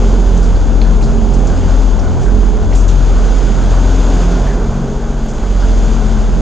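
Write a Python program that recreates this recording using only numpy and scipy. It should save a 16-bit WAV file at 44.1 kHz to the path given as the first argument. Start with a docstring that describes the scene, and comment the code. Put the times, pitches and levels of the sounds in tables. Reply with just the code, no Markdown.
"""In a narrow sea cave, a jet ski idles along behind a second one, heard from the saddle.
Its three-cylinder engine booms and shakes the hull; the engine ahead drones, slightly out of step.
A wet exhaust puffs and gurgles, cooling water hisses on the surface, and small waves slap hull and rock.
The hull takes one hard knock, stray drops tick close by, and the rock echoes puffs, slaps and knock."""
import sys
import numpy as np
from scipy import signal
from scipy.fft import rfft, irfft, next_fast_len
from scipy.io import wavfile
from scipy.ndimage import uniform_filter1d, minimum_filter1d, map_coordinates

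SR = 44100
rng = np.random.default_rng(int(sys.argv[2]) if len(sys.argv) > 2 else 0)


def store_wav(level_fs):
    """Save 16-bit WAV to argv[1]."""
    pcm = np.round(np.clip(np.atleast_2d(level_fs), -1, 1) * 32767)
    wavfile.write(sys.argv[1], SR, pcm.T.astype(np.int16))


N = 282681
TOP_HZ = 16000  # the highest pitch let through

# All levels are relative: each source is turned up or down as it is mixed.
# how often our own engine fires: t/s, f/Hz
OWN_FIRING = [(0, 43.55), (.65, 43.3), (1.2, 43.8), (1.8, 43.1), (2.55, 43.8), (3.1, 43.2), (3.6, 43.7),
              (4.1, 43.4), (5.4, 44.15), (5.95, 43.1), (6.41, 43.5)]
# its boom, swelling and fading along the cave: t/s, level/dB
BOOM_LEVEL = [(0, -7), (.53, -7.5), (.65, -10.5), (.88, -5.5), (1.1, -11.5), (1.4, -8), (1.6, -14),
              (1.74, -6), (1.93, -8.5), (2.06, -16.5), (2.13, -28), (2.2, -22), (2.28, -7), (2.48, -7.5),
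              (2.65, -16.5), (2.74, -6), (3.35, -8), (3.58, -10.5), (3.75, -7), (4.25, -8.5), (4.62, -13),
              (4.78, -20), (4.86, -33), (4.96, -17.5), (5.24, -16.5), (5.34, -36), (5.43, -12.5),
              (5.57, -9), (5.77, -7.5), (6, -10), (6.41, -10.5)]
# the tone an octave above the boom: t/s, level/dB
OCTAVE_LEVEL = [(0, -23), (.13, -21), (.21, -38), (.32, -17), (.42, -27), (.52, -19), (.9, -35),
                (1.25, -21.5), (1.44, -29), (1.58, -15.5), (1.7, -19), (1.87, -41), (2.01, -22.5),
                (2.13, -13.5), (2.26, -30), (2.36, -16), (2.49, -33), (2.65, -16), (2.78, -24.5),
                (2.88, -17), (3.1, -25), (3.4, -40), (3.6, -24), (3.92, -18.5), (4.03, -36), (4.14, -24),
                (4.33, -33), (4.46, -26), (4.56, -34), (4.69, -20), (4.92, -51), (5.32, -47), (5.45, -25.5),
                (5.78, -23.5), (5.93, -41), (6.08, -24), (6.41, -31)]
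# the low throb from the unequal cylinders: t/s, level/dB
THROB_LEVEL = [(0, -29.5), (.7, -31.5), (1.2, -24.5), (1.85, -30.5), (2.4, -27), (2.9, -30.5), (3.3, -23),
               (4.15, -31.5), (4.5, -21.5), (5.4, -20), (5.8, -29.5), (6.41, -27)]
# extra tones, as every other beat is stronger: multiple of the firing rate, level/dB
UNEVEN_BEAT_TONES = [(.5, -30), (1.5, -31), (2.5, -42)]
# the shaking of the hull: t/s, level/dB
SHAKE_LEVEL = [(0, -21.5), (.8, -14), (1.4, -16.5), (2.2, -14), (3.6, -17), (4.6, -29), (5.25, -33),
               (5.7, -18.5), (6.41, -17.5)]
# the hull's buzz, weaker than its shake: multiple of the firing rate, level/dB
BUZZ_TONES = [(.5, -20.5), (1.5, -28), (2, -15.5), (2.5, -30), (3, -25.5), (3.5, -37.5), (4, -30)]
# how often the engine ahead fires: t/s, f/Hz
AHEAD_FIRING = [(0, 44.2), (.2, 43.6), (.45, 42.8), (.7, 43.8), (1.1, 44.6), (1.6, 43.8), (2.05, 42.6),
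                (2.45, 42.4), (2.8, 44.2), (3.1, 44.4), (3.5, 43.4), (3.9, 43.6), (4.35, 43.5),
                (4.55, 46.2), (4.8, 45.9), (5.1, 45.3), (5.5, 43.4), (5.75, 43.8), (6, 43.7), (6.41, 42.2)]
# its drone swelling and fading, one list for each multiple of the firing rate: t/s, level/dB
DRONE_LEVELS = { 3: [(0, -29.5), (.88, -34.5), (1.05, -21.5), (1.4, -21), (1.58, -34), (2.05, -33),
                (2.19, -16.5), (2.34, -30), (2.7, -27), (3.08, -23), (3.3, -33), (3.45, -23.5), (3.72, -20),
                (3.93, -35), (4.22, -21.5), (4.97, -21.5), (5.06, -28), (5.15, -22.5), (5.3, -21),
                (5.43, -38.5), (5.8, -30), (5.95, -23), (6.41, -24)], 4: [(0, -33), (.22, -23), (.5, -21.5),
                (.65, -32), (.85, -21.5), (1.5, -40), (2.2, -26.5), (3.5, -32.5), (4.3, -23), (4.8, -21.5),
                (5, -36), (5.6, -40), (5.85, -33), (6.2, -41), (6.41, -16.5)], 5: [(0, -21), (.13, -19.5),
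                (.6, -25), (1.2, -18), (1.7, -31), (2.15, -28.5), (2.35, -21), (2.8, -26), (3.1, -32),
                (3.65, -26.5), (4.5, -36), (4.75, -22), (5.6, -25.5), (5.76, -27.5), (5.93, -20.5),
                (6.28, -20), (6.41, -21.5)], 6: [(0, -47), (1.3, -36.5), (1.55, -24.5), (2.05, -30.5),
                (2.35, -37.5), (3.5, -39), (3.85, -24.5), (4.3, -32), (4.7, -49.5), (5.75, -30.5), (6, -34),
                (6.41, -35)], 9: [(0, -21.5), (.25, -34.5), (.9, -36), (1.25, -27), (1.8, -41), (2.4, -34),
                (3.3, -38.5), (4.2, -41.5), (4.6, -29), (5.4, -41.5), (6.41, -36)], 10: [(0, -29),
                (.5, -40), (.85, -41), (2.55, -29), (2.9, -42), (4.1, -34), (4.55, -33), (5.2, -49),
                (5.95, -31), (6.41, -37)]}
# the exhaust at the waterline: t/s, level/dB
EXHAUST_LEVEL = [(0, -22), (.6, -24.5), (1.5, -22.5), (1.85, -24), (2.15, -24), (2.55, -25), (3, -25),
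                 (3.7, -24), (3.97, -23.5), (4.1, -21.5), (4.35, -22.5), (4.75, -25), (5.25, -29),
                 (5.8, -25), (6.41, -26.5)]
# tone colour (how strong each pitch is) of the exhaust pipe: f/Hz, level/dB
PIPE_COLOUR = [(60, -44.5), (100, -23), (150, -8), (200, 4), (260, -2), (310, 4.5), (420, 5), (600, -13),
               (900, -12), (1500, -42), (2500, -61.5)]
# tone colour of the exhaust bubbles: f/Hz, level/dB
GURGLE_COLOUR = [(15, -25), (30, -5.5), (70, 1.5), (100, -7), (125, 0), (160, 1.5), (250, 1.5), (320, -4),
                 (430, -3.5), (600, -10), (800, -11), (1100, -19.5), (1700, -31), (3000, -70)]
# water churning behind the hull: t/s, level/dB
WAKE_LEVEL = [(0, -30.5), (1.39, -32), (1.55, -29), (2.1, -30), (2.6, -31.5), (3.02, -31), (3.16, -26),
              (3.5, -28.5), (3.77, -26), (3.98, -29), (4.07, -25.5), (4.22, -26.5), (4.33, -27), (5.2, -31),
              (5.45, -30.5), (5.65, -29), (6.41, -29.5)]
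# tone colour of that churning: f/Hz, level/dB
WAKE_COLOUR = [(300, -16), (600, 6), (830, 0), (1050, -0.5), (1250, -3), (1500, 0), (1650, -7), (1850, -14),
               (2300, -17), (4000, -61)]
# cooling water spraying from the hull: t/s, level/dB
SPRAY_LEVEL = [(0, -36.5), (.65, -39.5), (1.3, -39.5), (1.7, -36), (2.0, -39.5), (2.55, -40.5),
               (3.0, -37.5), (3.2, -36), (4.25, -34), (4.7, -41), (5.25, -41.5), (5.8, -35.5), (6.41, -39)]
# tone colour of the spray: f/Hz, level/dB
SPRAY_COLOUR = [(900, -9.5), (1800, -2), (2700, -1.5), (3450, 1), (3850, -4.5), (5000, -2), (5500, -7),
                (6100, -1), (6650, 3), (7200, -4), (7900, -13.5), (9000, -19.5), (11000, -35),
                (15500, -53.5)]
# small waves slapping: t/s, level/dB, f/Hz, pitch spread (log scale), time scale/s
WAVE_SLAPS = [(.374, -24, 6700, .07, .004), (.428, -26.5, 6150, .24, .025), (.552, -31.5, 4440, .06, .008),
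              (.848, -27.5, 1600, .1, .025), (1.008, -31.5, 2560, .08, .01), (1.012, -29.5, 6980, .13, .03),
              (1.025, -29, 4550, .09, .024), (1.335, -28, 6600, .13, .012), (1.47, -25.5, 6580, .13, .007),
              (1.991, -28, 5430, .1, .005), (2.207, -29, 6800, .16, .035), (2.26, -25, 1500, .08, .03),
              (2.721, -26, 2250, .13, .01), (2.724, -28, 4000, .25, .035), (2.749, -19.5, 6770, .14, .036),
              (2.88, -21, 6700, .1, .019), (2.886, -25, 3550, .15, .014), (4.462, -23.5, 1720, .08, .036),
              (5.283, -28.5, 6800, .13, .035), (5.604, -31, 4720, .1, .013), (5.62, -26.5, 1500, .08, .03)]
# tone colour of a small breaking wave: f/Hz, level/dB
SPLASH_COLOUR = [(500, -6), (1500, 0), (7000, 0), (8200, -5), (10000, -7), (15000, -19)]
# a hard knock on the hull: t/s, level/dB
HULL_KNOCKS = [(.815, -26.8)]
# tone colour of its crack: f/Hz, level/dB
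CRACK_COLOUR = [(500, -40), (900, -16), (1400, -3), (2700, -2), (3500, -4), (4400, 2), (4900, -2),
                (5600, -25), (8000, -60)]
# the notes the hull rings with: f/Hz, level/dB, time to fade by 60 dB/s
RING_NOTES = [(1450, -8, .09), (1670, -8, .09), (2100, -7, .03), (2643, -6, .04), (3400, -7, .02),
              (4253, 1.5, .035), (4700, -2, .015)]
# drops ticking on the housing: t/s, level/dB
DROP_TICKS = [(.401, -42), (.432, -42), (1.321, -45), (1.47, -41), (1.767, -40), (1.79, -41), (2.206, -45),
              (2.749, -42), (2.768, -33.5), (2.881, -39), (2.92, -44), (3.362, -43), (5.249, -45),
              (5.262, -29)]
# how long the cave echoes at each pitch: f/Hz, time to fade by 60 dB/s
ECHO_FADE = [(100, 1.3), (500, 0.7), (2000, 0.18), (8000, 0.69)]


def own_engine(firings, boom_db=-.62, flutter_db=1.5):
    """The firings blend into a boom; unequal cylinders add tones around it, so it throbs."""
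    angle = 2 * np.pi * firings
    low_db, shake_db = curve(THROB_LEVEL), curve(SHAKE_LEVEL)
    high_db = -26.8 + .55 * (shake_db - shake_db.mean())  # stronger while the hull shakes
    air = amp(curve(BOOM_LEVEL) + boom_db) * np.sin(angle)
    for multiple, db in (2 / 3, low_db), (4 / 3, high_db):  # the throb
        air += amp(db + flutter_db * wobble(4)) * np.sin(multiple * angle + .3 * wobble(2))
    air += amp(curve(OCTAVE_LEVEL) + flutter_db * wobble(6)) * np.sin(2 * angle + .86 * wobble(5))
    for multiple, db in UNEVEN_BEAT_TONES:
        air += amp(db + flutter_db * wobble(4.7)) * np.sin(multiple * angle + .5 * wobble(2))
    hull = amp(shake_db) * hull_shake(angle)
    return np.sqrt(2) * (air + np.array([hull, -hull]))  # the shake is opposite in the two ears


def hull_shake(angle, swing_s=1.04, in_step_at_s=.82):
    """The engine rattles the hull; the idle is unsteady, so the shake drifts in and out of step."""
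    lead_rad = 1.58 - 1.4 * np.cos(2 * np.pi * (np.arange(N) / SR - in_step_at_s) / swing_s)
    buzz = sum(amp(db + 4.7 * wobble(4.6)) * np.sin(multiple * angle + .64 * wobble(4))
               for multiple, db in BUZZ_TONES)
    return np.sin(angle + lead_rad) + buzz


def engine_ahead(firings, drone_db=-3, flutter_db=2, waver_rad=.31, smear_rad=.08):
    """The cave carries a few of the other engine's tones; moving echoes make them waver."""
    drone = np.zeros(N)
    for multiple, rows in DRONE_LEVELS.items():
        smear = smear_rad * multiple * wobble(22)  # higher tones waver more
        gain = amp(curve(rows) + drone_db + flutter_db * wobble(12))
        drone += gain * np.cos(2 * np.pi * multiple * firings + waver_rad * wobble(9.1) + smear)
    return np.sqrt(2) * drone


def exhaust(firings, pipe_db=-9, gurgle_db=3, wake_db=-2, putter_db=.6):
    """Each firing puffs through the pipe and blows bubbles at the waterline, where the water churns."""
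    puffs = np.diff(np.floor(firings + .014 * wobble(40))).clip(0, 1)  # one click per firing
    puffs = np.pad(puffs, (1, 0)) * amp(wobble(40))  # some louder, some softer
    pipe = coloured(cave_echo(puffs, wet_db=34.5), PIPE_COLOUR)  # heard mostly off the rock
    putter = amp(putter_db * np.cos(2 * np.pi * firings))  # the bubbling swells with each puff
    gurgle = coloured(pops(per_s=6000, spread_db=2.5) * putter, GURGLE_COLOUR)
    wake = coloured(pops(per_s=7000, spread_db=1) * putter * amp(.92 * wobble(16)), WAKE_COLOUR)
    outlet = amp(pipe_db) * pipe + amp(gurgle_db) * gurgle
    return amp(curve(EXHAUST_LEVEL)) * outlet + amp(curve(WAKE_LEVEL) + wake_db) * wake


def spray(spray_db=1, width_db=-23):
    """Cooling water lands on the surface in so many fine drops that it hisses."""
    drops = coloured(pops(per_s=13000, spread_db=2) * amp(.6 * wobble(25)), SPRAY_COLOUR)
    side = amp(width_db) * coloured(rng.standard_normal(N), SPRAY_COLOUR)  # widens the hiss
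    return amp(curve(SPRAY_LEVEL) + spray_db) * np.array([drops + side, drops - side])


def wave_slaps(count=260, thinning=.9):
    """Each small wave breaks into a crackle of tiny bubbles that builds quickly and thins out."""
    slaps = np.zeros(N)
    for start, db, hz, spread, scale_s in WAVE_SLAPS:
        delay = rng.beta(1.15, 2.4, count)  # most bubbles come early
        pitch, gain = rng.standard_normal((2, count))
        starts = start + 2.9 * scale_s * delay
        gain *= np.exp(-thinning * delay)
        crackle = bubbles(starts, hz * np.exp(spread * pitch), gain, cycles=2.17, size=1200)
        slaps += amp(db) * crackle / np.abs(crackle).max()
    return filtered(cave_echo(slaps, wet_db=-10), lambda hz: amp(at_pitch(SPLASH_COLOUR, hz)))


def hull_knock(attack_s=.00056, crack_fade_s=.06):
    """A sharp blow makes the hull crack and ring briefly, and the rock answers."""
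    knock = np.zeros(N)
    for start, db in HULL_KNOCKS:
        age = np.maximum(np.arange(N) / SR - start, 0)
        ring = sum(amp(level - 60 * age / fade_s) * np.sin(2 * np.pi * hz * age + .8 * wobble(400))
                   for hz, level, fade_s in RING_NOTES)
        crack = amp(-60 * age / crack_fade_s) * coloured(rng.standard_normal(N), CRACK_COLOUR)
        knock += amp(db) * (ring + crack) * (1 - np.exp(-age / attack_s))
    return cave_echo(knock, wet_db=-6)


def drop_ticks(spatter_s=.002, specks=5):
    """Single drops hit close by on the left, bright and echo-free; each spatters into weaker specks."""
    hit_s, db = np.transpose(DROP_TICKS)
    delay, pitch = rng.random((2, len(hit_s), specks))
    delay[:, 0] = 0  # the drop itself comes first
    starts = hit_s[:, None] + spatter_s * delay
    gain = amp(db[:, None] - 14 * np.sqrt(delay))
    hz = 8000 + 5000 * pitch
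    return amp([[2], [-5]]) * bubbles(starts.ravel(), hz.ravel(), gain.ravel(), cycles=.5, size=64)


def cave_echo(x, wet_db, size=32768):
    """The rock adds an echo, wet_db louder than x; the bass rings longest."""
    hop = size // 2
    pieces = np.lib.stride_tricks.sliding_window_view(np.pad(x, size, mode="wrap"), size)[::hop]
    # each piece of sound gets its own tail of fading noise, so the echo changes as the craft moves
    hz, t, noise = signal.stft(rng.standard_normal((len(pieces), size)), SR, nperseg=256)
    fade = amp(-60 * t / at_pitch(ECHO_FADE, hz)[:, None])
    tails = signal.istft(noise * fade, SR, nperseg=256)[1]
    answers = signal.fftconvolve(pieces * np.hanning(size), tails, axes=1)
    index = np.arange(len(pieces))[:, None] * hop + np.arange(answers.shape[1])
    echo = np.bincount(index.ravel(), answers.ravel())[size:size + N]
    return (x + amp(wet_db) * np.std(x) * unit(echo)) / np.hypot(1, amp(wet_db))


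def bubbles(starts, hz, gain, cycles, size):
    """Each bubble is a pure tone that swells, peaks after the given cycles and dies away."""
    age = np.minimum(hz, TOP_HZ)[:, None] * (np.arange(size) / SR)  # counted in cycles
    rings = gain[:, None] * np.sin(2 * np.pi * age) * age / cycles * np.exp(1 - age / cycles)
    index = (starts * SR).astype(int)[:, None] + np.arange(size)
    return np.bincount(index.ravel(), rings.ravel(), N)[:N]


def pops(per_s, spread_db):
    """Random pops of uneven size, at strength 1."""
    sizes = amp(spread_db * np.minimum(rng.exponential(size=N), 4))
    return unit((rng.random(N) < per_s / SR) * sizes * rng.choice([-1, 1], N))


def amp(db):
    """Turn decibels into a number to multiply by."""
    return 10 ** (np.asarray(db) / 20)


def unit(x):
    """Scale a sound to an average strength (rms) of 1."""
    return x / np.sqrt(np.mean(x ** 2) + 1e-20)


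def at_pitch(rows, hz):
    """Look up a table at any frequency, on a log scale."""
    freqs, values = np.transpose(rows)
    return np.interp(np.log(hz + 1), np.log(freqs + 1), values)


def curve(rows):
    """Join (time, value) points with straight lines, one value per sample."""
    return np.interp(np.arange(N) / SR, *np.transpose(rows))


def wobble(per_s):
    """A smooth curve through per_s random points a second."""
    return map_coordinates(rng.standard_normal(int(N * per_s / SR) + 4), [np.arange(N) * per_s / SR])


def filtered(x, response):
    """Turn each frequency in x up or down by response(hz)."""
    size = next_fast_len(N + SR // 2)
    return irfft(rfft(x, size) * response(np.fft.rfftfreq(size, 1 / SR)), size)[..., :N]


def coloured(x, colour):
    """Give x a tone colour, at strength 1."""
    return unit(filtered(x, lambda hz: amp(at_pitch(colour, hz))))


def scene():
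    """Mix engines and water; all but the hull shake and the ticking drops sits near the centre."""
    own = np.cumsum(curve(OWN_FIRING)) / SR  # firings counted so far
    ahead = np.cumsum(curve(AHEAD_FIRING)) / SR
    engines = own_engine(own) + engine_ahead(ahead) + exhaust(ahead)
    return engines + spray() + wave_slaps() + hull_knock() + drop_ticks()


def record(dry):
    """A fast limiter turns each channel down at the boom's peaks; the highest still clip a little."""
    ceiling, window = 1.005, 121  # share of full scale, samples
    needed = np.minimum(1, ceiling / (np.abs(dry) + 1e-9))
    gain = uniform_filter1d(minimum_filter1d(needed, window), window)
    soft_ends = signal.windows.tukey(N, .0005)
    return filtered(np.clip(dry * gain, -1, 1) * soft_ends, lambda hz: hz < TOP_HZ)


dry = scene()
out = record(dry)
store_wav(out)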